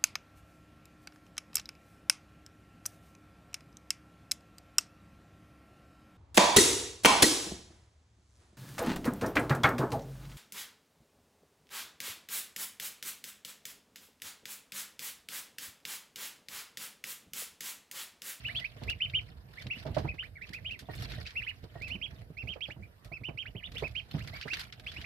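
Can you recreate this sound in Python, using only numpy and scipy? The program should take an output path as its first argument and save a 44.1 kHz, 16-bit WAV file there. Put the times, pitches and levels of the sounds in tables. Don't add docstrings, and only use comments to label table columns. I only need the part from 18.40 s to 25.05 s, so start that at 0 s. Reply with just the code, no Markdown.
import sys
import numpy as np
from scipy import signal
from scipy.io import wavfile

SR = 44100
rng = np.random.default_rng(int(sys.argv[2]) if len(sys.argv) > 2 else 0)


def master_out(mix):
    frames = np.transpose(np.atleast_2d(mix))
    ceiling = np.clip(frames, -1, 1)
    pcm = np.round(ceiling * 32767).astype(np.int16)
    wavfile.write(sys.argv[1], SR, pcm)


def ratio_of_db(decibels):
    return 10 ** (np.asarray(decibels, float) / 20)


N = 293265


def seconds(length):
    return np.arange(round(length * SR)) / SR


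def evened(x):
    return x / np.sqrt(np.mean(x ** 2) + 1e-20)


def smooth_chance(shape, size):
    return evened(signal.fftconvolve(rng.standard_normal(shape), np.ones(size), "same"))


def read(points, hz):
    f, value = np.transpose(points)
    return np.interp(np.log(hz + 1), np.log(f + 1), value)


def band(x, lo_hz, hi_hz, order=2):
    return signal.sosfilt(signal.butter(order, [lo_hz, hi_hz], "band", fs=SR, output="sos"), x)


def panned(pan_db):
    return ratio_of_db(np.array([pan_db / 2, -pan_db / 2]))


def add(mix, s, sound):
    part = mix[..., round(s * SR):][..., :sound.shape[-1]]
    part += sound[..., :part.shape[-1]]


def coloured(pair, shape, patchy_db, size):
    # frequency in Hz, left-right likeness from -1 to 1.
    likeness = [(60, 0.98), (180, 0.79), (550, 0.47), (1650, -0.35), (4970, -0.24), (15000, 0.0099)]
    # frequency in Hz, left minus right in dB.
    lean = [(60, -5.5), (150, -4), (380, -6.5), (950, -5.5), (2380, -1.5), (5980, -4), (15000, 6.5)]
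    hz, _, (a, b) = signal.stft(pair, SR, nperseg=size)
    same = np.clip(read(likeness, hz), -1, 1)[:, None]
    z = np.array([a, same * a + np.sqrt(1 - same ** 2) * b])
    z *= ratio_of_db(read(shape, hz)[:, None] + patchy_db * smooth_chance(a.shape, size=(6, 5)))
    z *= panned(read(lean, hz))[:, :, None]
    return evened(signal.istft(z, SR, nperseg=size)[1][:, :N])


def tail(t60, start):
    t = seconds(.25)
    taps = rng.standard_normal((2, len(t))) * ratio_of_db(-60 * t / t60) * (t > start)
    return taps / np.linalg.norm(taps[0])


def bustle(axis):
    # middle in seconds, length in seconds, rustle in dB, floor tremor in dB.
    bouts = [(0.125, 0.36, -63, -49.5), (0.41, 0.12, -67, -46), (0.484, 0.11, -67, -40),
             (0.714, 0.5, -70.5, -52.5), (1.212, 0.2, -66.5, -51.5), (1.402, 0.15, -63, -47.5),
             (1.59, 0.32, -68, -41.5), (1.844, 0.086, -70, -52), (2.087, 0.095, -71, -56),
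             (2.24, 0.35, -76, -52.5), (2.577, 0.2, -64, -43.5), (2.63, 0.1, -57.5, -51),
             (2.743, 0.23, -60.5, -45), (3.023, 0.31, -66.5, -59), (3.243, 0.038, -65, -45),
             (3.475, 0.29, -69, -47.5), (3.75, 0.22, -75, -50.5), (4.08, 0.11, -69.5, -43.5),
             (4.295, 0.06, -69.5, -73), (4.42, 0.095, -80, -47.5), (4.663, 0.071, -75, -47),
             (4.924, 0.19, -97, -49.5), (5.087, 0.22, -77.5, -57), (5.411, 0.25, -66, -47),
             (5.82, 0.25, -62, -47), (5.963, .12, -60.5, -49), (6.173, 0.2, -57, -51.5),
             (6.617, 0.39, -62, -48)]
    rest_db = (-85.5, -55.5)[axis]
    t, power = np.arange(0, N, 64) / SR, ratio_of_db(rest_db) ** 2
    for s, length, *db in bouts:
        power = power + ratio_of_db(db[axis]) ** 2 * np.exp(-(2 * (t - s) / length) ** 2 * 2.19)
    return np.interp(np.arange(N) / SR, t, np.sqrt(power))


def air():
    # frequency in Hz, level in dB per Hz.
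    air_spectrum = [(150, -25.5), (250, -4.5), (292, -2), (482, -6), (544, -13), (681, -10), (1120, -9.5),
                    (1760, -7), (2250, -16.5), (3170, -20), (4640, -21.5), (6440, -28), (13100, -22.5),
                    (14500, -22), (15600, -36.5)]
    return ratio_of_db(-67) * coloured(rng.standard_normal((2, N)), air_spectrum, patchy_db=3.5, size=1024)


def pads():
    # frequency in Hz, rustle in dB per Hz.
    rustle_spectrum = [(530, -23), (900, -7.5), (1260, -5), (1980, 0.5), (2900, -2), (3900, -4),
                       (4240, -3.5), (5380, -9), (6440, -19), (9320, -22), (13200, -18.5), (15600, -32)]
    # frequency in Hz, tremor in dB per Hz.
    tremor_spectrum = [(24, -51), (40, 6), (108, 7), (333, -18), (371, -18), (483, -14), (531, -22.5),
                       (614, -14.5), (700, -14), (910, -34), (1540, -120)]
    snaps_per_s = 3200
    clumps = ratio_of_db(2.8 * smooth_chance(N, size=500))
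    snaps = ratio_of_db(3.1 * np.minimum(rng.exponential(1, (2, N)), 5))
    snaps *= rng.random((2, N)) < snaps_per_s / SR
    fibres = evened(snaps * rng.choice([-1, 1], (2, N)))
    fibres = (fibres + 0.88 * rng.standard_normal((2, N))) * clumps
    rustle = coloured(fibres, rustle_spectrum, patchy_db=4., size=256)
    lumps = ratio_of_db(2.5 * smooth_chance(N, size=1200))
    tremor = coloured(rng.standard_normal((2, N)) * lumps, tremor_spectrum, patchy_db=2., size=4096)
    return rustle * ratio_of_db(10.5) * bustle(axis=0) + tremor * ratio_of_db(1.5) * bustle(axis=1)


def droplets():
    out, t = np.zeros((2, N)), seconds(.03)
    drops_per_s = 400
    size = ratio_of_db(3.9 * np.minimum(rng.exponential(1, N), 3)) * (rng.random(N) < drops_per_s / SR)
    kind = rng.integers(0, 16, N)
    for k, hz in enumerate(np.geomspace(1300., 5200., num=16)):
        ring = np.sin(2 * np.pi * hz * t * (1 + 2.5 * t))
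        drop = ring * np.exp(-hz * t / 9.) * (1 - np.exp(-t / .0007))
        place = panned(rng.uniform(-9.0, 6.6))[:, None]
        out += place * signal.oaconvolve(size * (kind == k), drop)[:N]
    return evened(out) * ratio_of_db(-5.0) * bustle(axis=0)


def wet_ticks():
    # start in seconds, peak in dB, pitch in Hz.
    tick_events = [(.318, -54, 3600), (.697, -34.5, 3160), (.901, -51, 4280), (1.268, -38, 3080),
                   (1.225, -42, 3580), (5.712, -37.5, 3620), (2.511, -47, 1800), (2.5516, -43.5, 4220),
                   (2.578, -40, 3600), (2.597, -45, 4600), (2.6209, -41, 3200), (2.638, -36, 4570),
                   (2.655, -37, 2700), (2.6893, -48, 3690), (2.7028, -43, 3300), (2.737, -36, 1710),
                   (2.754, -44, 4300), (2.7716, -42.5, 3020), (2.801, -46, 5300), (2.872, -34, 3860),
                   (3.492, -42, 3500), (5.7826, -40.5, 1640), (5.838, -48.5, 5900), (5.9383, -50, 4200),
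                   (6.027, -39, 4700), (6.081, -36, 1670), (6.087, -36, 2380), (6.141, -29.5, 4730),
                   (6.1695, -32, 2160), (6.204, -32, 4210), (6.212, -35, 3090), (6.2503, -41.5, 2940)]
    t60, spread = 0.024, 0.156
    out, t = np.zeros(N), seconds(.04)
    for chance, (s, db, hz) in zip(rng.uniform(-1, 1, (len(tick_events), 3)), tick_events):
        notes = hz * (1 + spread * np.array([0, -1, 1.3]) * (1 + 0.41 * chance))
        ring = np.sin(2 * np.pi * notes[:, None] * t).sum(0)
        add(out, s, ratio_of_db(db - 6.0 - 60 * t / t60) * ring * np.minimum(t / 0.00069, 1))
    echoes = signal.oaconvolve(out[None], tail(t60=0.045, start=0.0018), axes=1)[:, :N]
    return out * panned(-2.2)[:, None] + ratio_of_db(-5.0) * echoes


def jar():
    # start in seconds, peak in dB.
    jar_taps = [
        (2.495, -44),
        (2.7851, -47),
        (3.357, -50.5),
        (3.382, -55),
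    ]
    # start in seconds, peak in dB, pitch in Hz.
    pings = [
        (1.2, -45.5, 3520),
        (2.456, -55, 3560),
        (3.506, -50, 4300),
        (3.762, -56, 3650),
    ]
    jar_hz = 1870
    out, t = np.zeros(N), seconds(.2)
    for s, db in jar_taps:
        add(out, s, ratio_of_db(db - 60 * t / 0.093) * np.sin(2 * np.pi * jar_hz * t) * np.minimum(t / 0.0017, 1))
    for s, db, hz in pings:
        add(out, s, ratio_of_db(db - 60 * t / 0.044) * np.sin(2 * np.pi * hz * t) * np.minimum(t / 0.00082, 1))
    return out


def clicks():
    # start in seconds, peak
    # in dB, t60 in seconds.
    bill_clicks = [(.16, -62, .098), (0.2, -37.5, 0.048), (0.699, -46.5, 0.06), (1.268, -38.5, 0.039),
                   (1.4657, -43, 0.1), (2.707, -43, 0.12), (2.719, -41, 0.12), (2.853, -45, 0.11),
                   (2.8649, -36, 0.11), (2.9058, -40.5, 0.055), (3.9752, -52, 0.061), (4.1372, -50, 0.096),
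                   (4.208, -50, .044), (5.553, -50, 0.39), (6.0123, -34.5, 0.12), (6.134, -25.5, 0.061),
                   (6.3247, -36.5, 0.071), (6.4676, -47, 0.21), (6.5172, -38, 0.049), (6.614, -38.5, 0.083),
                   (6.463, -58, 0.041)]
    # start in seconds, peak in
    # dB.
    pad_snaps = [(0.435, -39), (0.4797, -51), (0.498, -30), (1.222, -42), (2.0918, -45.5), (2.508, -53),
                 (2.799, -58), (3.4195, -41.5), (3.7913, -57.5), (4.2373, -52), (4.8376, -54.5),
                 (4.9746, -57), (5.2603, -55.5), (5.318, -42.5), (5.3524, -43.5), (5.4782, -44.5),
                 (5.7108, -43.5), (5.8745, -37.5), (6.0808, -41.5), (6.1703, -37), (6.397, -43),
                 (6.579, -52)]
    # start in seconds, peak
    # in dB, part above 6 kHz in dB relative to the peak.
    splashes = [(1.158, -66, -23), (1.546, -39.5, -18), (1.5826, -37.5, -19.5), (1.7416, -53.5, -22),
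                (2.0187, -51.5, -20), (2.1332, -39.5, -13.5), (2.3103, -47, -17), (2.391, -40, -10),
                (2.5503, -54, 5), (2.6227, -39, -11), (3.48, -43.5, -12), (4.6462, -49, -8),
                (5.382, -42, -12.5), (6.1948, -32.5, -11.5)]
    hits = [(s, db, -26, t60) for s, db, t60 in bill_clicks]
    hits += [(s, db, bright_db, 0.12) for s, db, bright_db in splashes]
    hits += [(s, db, -15.5, 0.054) for s, db in pad_snaps]
    strength, ticks, t = np.zeros((2, N)), np.zeros((2, N)), seconds(.14)
    for s, db, bright_db, t60 in hits:
        decay = ratio_of_db(-60 * t / max(t60, .01)) + ratio_of_db(-14.5 - 60 * t / 0.011)
        add(strength, s, ratio_of_db([[db - 4.5], [db + bright_db - 8.0]]) * decay)
        add(ticks, s, ratio_of_db([[db + 12.5], [db + bright_db - 17]]))
    noise = rng.standard_normal((3, N)) * ratio_of_db(1.26 * smooth_chance(N, size=130))
    noise = noise[0] + 2.0 * noise[1:]
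    body = band(noise * strength[0] + ticks[0], 1460, 4890, order=4) * panned(-2.8)[:, None]
    bright = band(noise * strength[1] + ticks[1], 6200, 15000) * panned(2.0)[:, None]
    return body + bright


def knocks():
    # start in seconds, thud peak in dB, dish pitch in Hz, floor pitch in Hz,
    # rattle in dB.
    footfalls = [(.418, -39.5, 259, 120, -7.5), (.737, -50, 336, 151, -13), (1.261, -37.5, 195, 125, -24.5),
                 (1.367, -44, 253, 110, -24), (1.506, -36.5, 110, 92, -28), (1.592, -35, 230, 109, -26),
                 (1.647, -34, 198, 144.6, -22), (5.763, -41.5, 190, 165, -25), (2.101, -46, 254, 120, -15),
                 (2.424, -47.5, 287, 135, -11), (2.553, -48, 363, 110, -17), (2.635, -45, 266, 113, -17),
                 (2.73, -45.5, 253, 108, -18), (3.549, -39.5, 277, 193, -17),
                 (3.727, -46.5, 245, 110, -17.5), (3.903, -46, 430, 160, -17),
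                 (4.036, -43.5, 252, 112, -13.5), (4.365, -48.5, 220, 139.6, -11.5),
                 (4.812, -43.5, 252, 116, -16), (5.152, -38.5, 415, 112, -20), (5.743, -30, 170, 149, -17),
                 (6.584, -46, 287, 110, -21)]
    # start in seconds, peak in dB, dish pitch in Hz.
    dish_knocks = [(.203, -52, 656), (.365, -50.5, 483), (.477, -45, 378), (1.454, -36.5, 614),
                   (1.462, -37, 640), (1.476, -44, 626), (1.489, -49, 654), (1.607, -43, 660),
                   (1.569, -21, 617), (1.648, -33, 324), (1.652, -39, 930), (1.739, -46, 325),
                   (2.49, -33.5, 713), (2.782, -47.5, 610), (3.242, -44, 450), (3.357, -38.5, 673),
                   (4.287, -40.5, 563), (4.718, -43, 668), (4.888, -34.5, 344), (5.318, -54, 343),
                   (5.356, -44, 475), (5.426, -26.5, 435), (5.873, -47, 480), (5.936, -45, 672),
                   (6.056, -36, 439), (6.395, -53.5, 410)]
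    # start in seconds, peak in dB, pitch in Hz.
    rim_taps = [
        (2.947, -56, 456),
        (4.161, -39, 543),
        (6.13, -48, 330),
    ]
    step_ring_db = -1.5
    rim_hz, rim_db, rim_t60 = 628, -20, .16

    blows = [(s, db + step_ring_db, hz, -step_ring_db, low_hz, rattle_db)
             for s, db, hz, low_hz, rattle_db in footfalls]
    blows += [(s, db, hz, -26, 135, -9.5) for s, db, hz in rim_taps]
    blows += [(s, db, hz, -42 + .55 * (db + 33.5) - db, 140, -11.5) for s, db, hz in dish_knocks]

    out, t = np.zeros((2, N)), seconds(.16)
    grit = evened(band(rng.standard_normal((2, N + len(t))), 227, 833))
    shake = evened(band(rng.standard_normal(N + len(t)), 49.4, 250))
    soft = 1 - np.exp(-t / 0.0034)
    for s, db, hz, thud_db, low_hz, rattle_db in blows:
        now = slice(round(s * SR), round(s * SR) + len(t))
        dish = np.sin(2 * np.pi * hz * t) * ratio_of_db(-60 * t / 0.038)
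        ring_db = rim_db - 5.2 * abs(np.log2(hz / rim_hz))
        dish = dish + np.sin(2 * np.pi * rim_hz * t) * ratio_of_db(ring_db - 60 * t / rim_t60)
        rattle = grit[:, now] * ratio_of_db(rattle_db - 60 * t / 0.11)
        floor = 1.23 * np.sin(2 * np.pi * low_hz * t) * ratio_of_db(-60 * t / 0.07) * (1 - np.exp(-t / 0.0033))
        thud = (floor + 0.26 * shake[now] * ratio_of_db(-60 * t / 0.13)) * ratio_of_db(thud_db + 4.5)
        blow = (dish + rattle) * panned(-8.5)[:, None] + thud * panned(-4.5)[:, None]
        add(out, s - .003, ratio_of_db(db + 5.5) * soft * blow)
    return out


def peep(chance, near, manner, length, first_hz, top_hz, last_hz, db, crest):
    # frequency in Hz, gain in dB.
    tub_colour = [(1500, -8.5), (2500, 0), (2800, -4.5), (2950, 8), (3150, -5), (3500, 4.5), (5500, -10.5),
                  (6200, -29.5), (6750, -14.5), (8000, -20)]
    # share of the peep, level in dB.
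    effort = [(0, -0.5), (.14, 3.5), (.24, 4.5), (.33, 9), (.43, 2.5), (.6, 2), (.85, -1.5), (1, -7.5)]
    fold_gap_hz, flutter_depth_db = 480, 2.8
    late, fold_db, early, hook, soft_db, swell_db, accent = manner
    hook, crest = np.clip(hook, 0, .6), np.clip(crest, .1, .95)

    u = np.linspace(0, 1, round(length * SR))
    before = np.maximum(1 - u / crest, 0)
    after = np.maximum((u - crest) / (1 - crest), 0)
    rise = (top_hz - first_hz) * before ** early
    drop = (top_hz - last_hz) * after ** late * (1 - hook * after) / (1 - hook)
    hz = top_hz - rise - drop

    phase, speed = chance
    cycles = phase[:, None] + (60 + 90 * speed[:, None]) * u * length
    wobble, flutter = (1 - near) * np.sin(2 * np.pi * cycles)
    turn = 2 * np.pi * np.cumsum(hz * (1 + 0.03 * wobble)) / SR
    tone = ratio_of_db((1 - near) * read(tub_colour, hz)) * np.sin(turn)
    tone = tone + ratio_of_db(read(tub_colour, 2 * hz) - 33 + 16.0 * near) * np.sin(2 * turn)
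    beat = 2 * np.pi * fold_gap_hz * u * length * (1 + .2 * (speed[0] - .5))
    tone = tone + ratio_of_db(fold_db - 60 * (u - crest) ** 2) * np.sin(turn + beat)

    effort_db = accent * np.interp(u, *np.transpose(effort)) + flutter_depth_db * (flutter + wobble)
    effort_db = effort_db + swell_db * (u - .4) + soft_db * before ** 2
    return ratio_of_db(db + 2 + effort_db) * tone * signal.windows.tukey(len(u), .15)


def bird(peeps, pan_db, near, *manner):
    # delay in seconds, left in dB, right in dB.
    walls = [(.0011, -8, -26), (.0023, -3, -9.5), (.0037, -17, -8), (.0052, -3, -13.5),
             (.0071, -19.5, -7.5), (.0096, -10.5, -22)]
    voice, near = np.zeros(N), np.clip(near, 0, 1)
    for chance, (s, *shape) in zip(rng.random((len(peeps), 2, 2)), peeps):
        add(voice, s, peep(chance, near, manner, *shape))
    out, thrown = np.array([voice, voice]), voice * ratio_of_db(-6. 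* near)
    for delay, left_db, right_db in walls:
        add(out[0], delay, ratio_of_db(left_db + 5.0) * thrown)
        add(out[1], delay, -ratio_of_db(right_db + 2.5) * thrown)
    out += ratio_of_db(-7.5) * signal.oaconvolve(thrown[None], tail(t60=0.13, start=0.0084), axes=1)[:, :N]
    return out * panned(pan_db)[:, None]


def arches(peeps, first_hz, last_hz):
    return [(s, length, first_hz, top_hz, last_hz, db, crest) for s, length, top_hz, db, crest in peeps]


def ducklings():
    # start in seconds, length in seconds, top in Hz, level in dB, crest as share of the peep.
    near_peeps = [(3.41, .074, 2660, -46.5, 0.62), (3.497, 0.068, 3054, -44, 0.64),
                  (3.612, .057, 3350, -43, 0.58), (3.967, 0.068, 2753, -47.5, 0.59),
                  (4.07, 0.074, 3230, -44.5, 0.56), (4.205, 0.06, 3380, -43.5, 0.57),
                  (4.717, 0.065, 2670, -48, .5), (4.833, .067, 3070, -46, 0.58),
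                  (4.972, 0.062, 3240, -43.5, .6), (5.432, .047, 2616, -43.5, 0.49),
                  (5.549, 0.059, 3200, -41.5, 0.56), (6.099, 0.0542, 2775, -42, .52)]
    back_peeps = [(.041, 0.049, 2960, -42.5, 0.7), (.144, 0.061, 3412, -42, 0.57),
                  (.474, 0.063, 2860, -40, .62), (.599, 0.068, 3078, -38.5, 0.58),
                  (.733, 0.066, 3157, -35.5, 0.58), (1.298, 0.046, 2786, -41.5, .55),
                  (1.675, .05, 2545, -46, 0.54), (1.78, 0.05, 3090, -44.5, 0.69),
                  (2.244, 0.06, 3200, -45, 0.64), (2.852, 0.0223, 2690, -53, 0.82),
                  (2.952, 0.059, 2765, -41, 0.57), (4.42, 0.042, 2435, -59.5, 0.52),
                  (5.92, 0.076, 2290, -53, 0.65)]
    deep_peeps = [
        (1.168, 0.052, 2288, -52.5, 0.54),
        (2.009, 0.047, 2600, -50, 0.69),
        (2.124, .074, 2650, -50.5, 0.57),
        (3.062, 0.057, 2893, -44, 0.59),
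        (5.147, .074, 3197, -56.5, .42),
        (5.224, 0.059, 3620, -51, 0.68),
        (5.354, .051, 3530, -49, 0.64),
    ]
    sharp_peeps = [
        (6.463, .05, 3427, -45, .7),
        (6.561, 0.0436, 2950, -48, .7),
        (6.642, .03, 2910, -47, .7),
    ]
    # start in seconds, length in seconds, first, top and
    # last pitch in Hz, level in dB, crest as share of the peep.
    sighs = [
        (0.154, 0.043, 3800, 4480, 3970, -56.5, 0.48),
        (.208, 0.036, 1870, 2036, 1690, -51.5, .5),
        (1.953, 0.046, 2180, 2230, 1330, -55, .15),
        (2.296, 0.069, 1990, 2795, 1935, -48, 0.44),
        (3.485, 0.013, 2050, 2090, 2050, -56, .45),
        (5.952, 0.023, 4540, 4750, 4450, -56.5, .5),
    ]
    # start in seconds, length in seconds, # nominal first pitch
    # in Hz (sounds about 350 Hz lower), nominal top in Hz (not quite reached), level in dB.
    cut_peeps = [(0.086, 0.034, 1850, 2615, -46.5), (0.242, 0.023, 2320, 2887, -40),
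                 (1.325, 0.056, 2264, 3270, -53), (1.825, 0.039, 1450, 2730, -53),
                 (2.292, 0.058, 2140, 3420, -60), (3.016, .039, 1950, 3340, -47.5),
                 (4.299, 0.032, 1680, 3240, -50.5), (5.053, 0.038, 1540, 3220, -51),
                 (5.801, 0.029, 1630, 3130, -55), (6.022, 0.024, 1880, 3200, -51.5),
                 (6.075, 0.019, 1580, 2450, -47.5)]
    # left minus right in dB, nearness 0-1, lateness of the drop, #
    # second fold in dB, steepness of the start, hook at the end (held to 0-.6), soft start in dB, swell in dB,
    # # share of the effort accent.
    near_place = (-11, 0.9, 2.5, -26, 2, 0.48, -1, 3, 0.84)
    back_place = (-5, 0.43, 3.5, -23, 2.5, 0.55, -4, 2.5, 1.23)
    deep_place = (-9.5, 0.37, 2, -30, 1.8, 1.1, -1.5, -1.7, 1.04)
    cut_place = (-8.5, 0.9, 0, -16, 1.8, 2, 3.8, 3.5, .9)
    sharp_place = (-5.5, 0.7, 1.5, -22, 2.7, .1, -.2, -21.5, 0.2)

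    shortfall_hz, cut_crest = 140, .75
    cut = [(s, length, first_hz, top_hz, top_hz - shortfall_hz, db, cut_crest)
           for s, length, first_hz, top_hz, db in cut_peeps]
    out = bird(arches(near_peeps, first_hz=1950, last_hz=2000), *near_place)
    out += bird(arches(back_peeps, first_hz=1780, last_hz=1830), *back_place)
    out += bird(arches(deep_peeps, first_hz=1560, last_hz=1600) + sighs, *deep_place)
    out += bird(cut, *cut_place)
    out += bird(arches(sharp_peeps, first_hz=1900, last_hz=2900), *sharp_place)
    return out


def scene():
    water = droplets() + wet_ticks()
    return air() + pads() + water + jar() + clicks() + knocks() + ducklings()


def band_limit(x):
    return signal.sosfilt(signal.butter(12, 15340, fs=SR, output="sos"), x)


def record(dry):
    return band_limit(band(dry, 42, 15000, order=5))


dry = scene()
out = record(dry)
master_out(out)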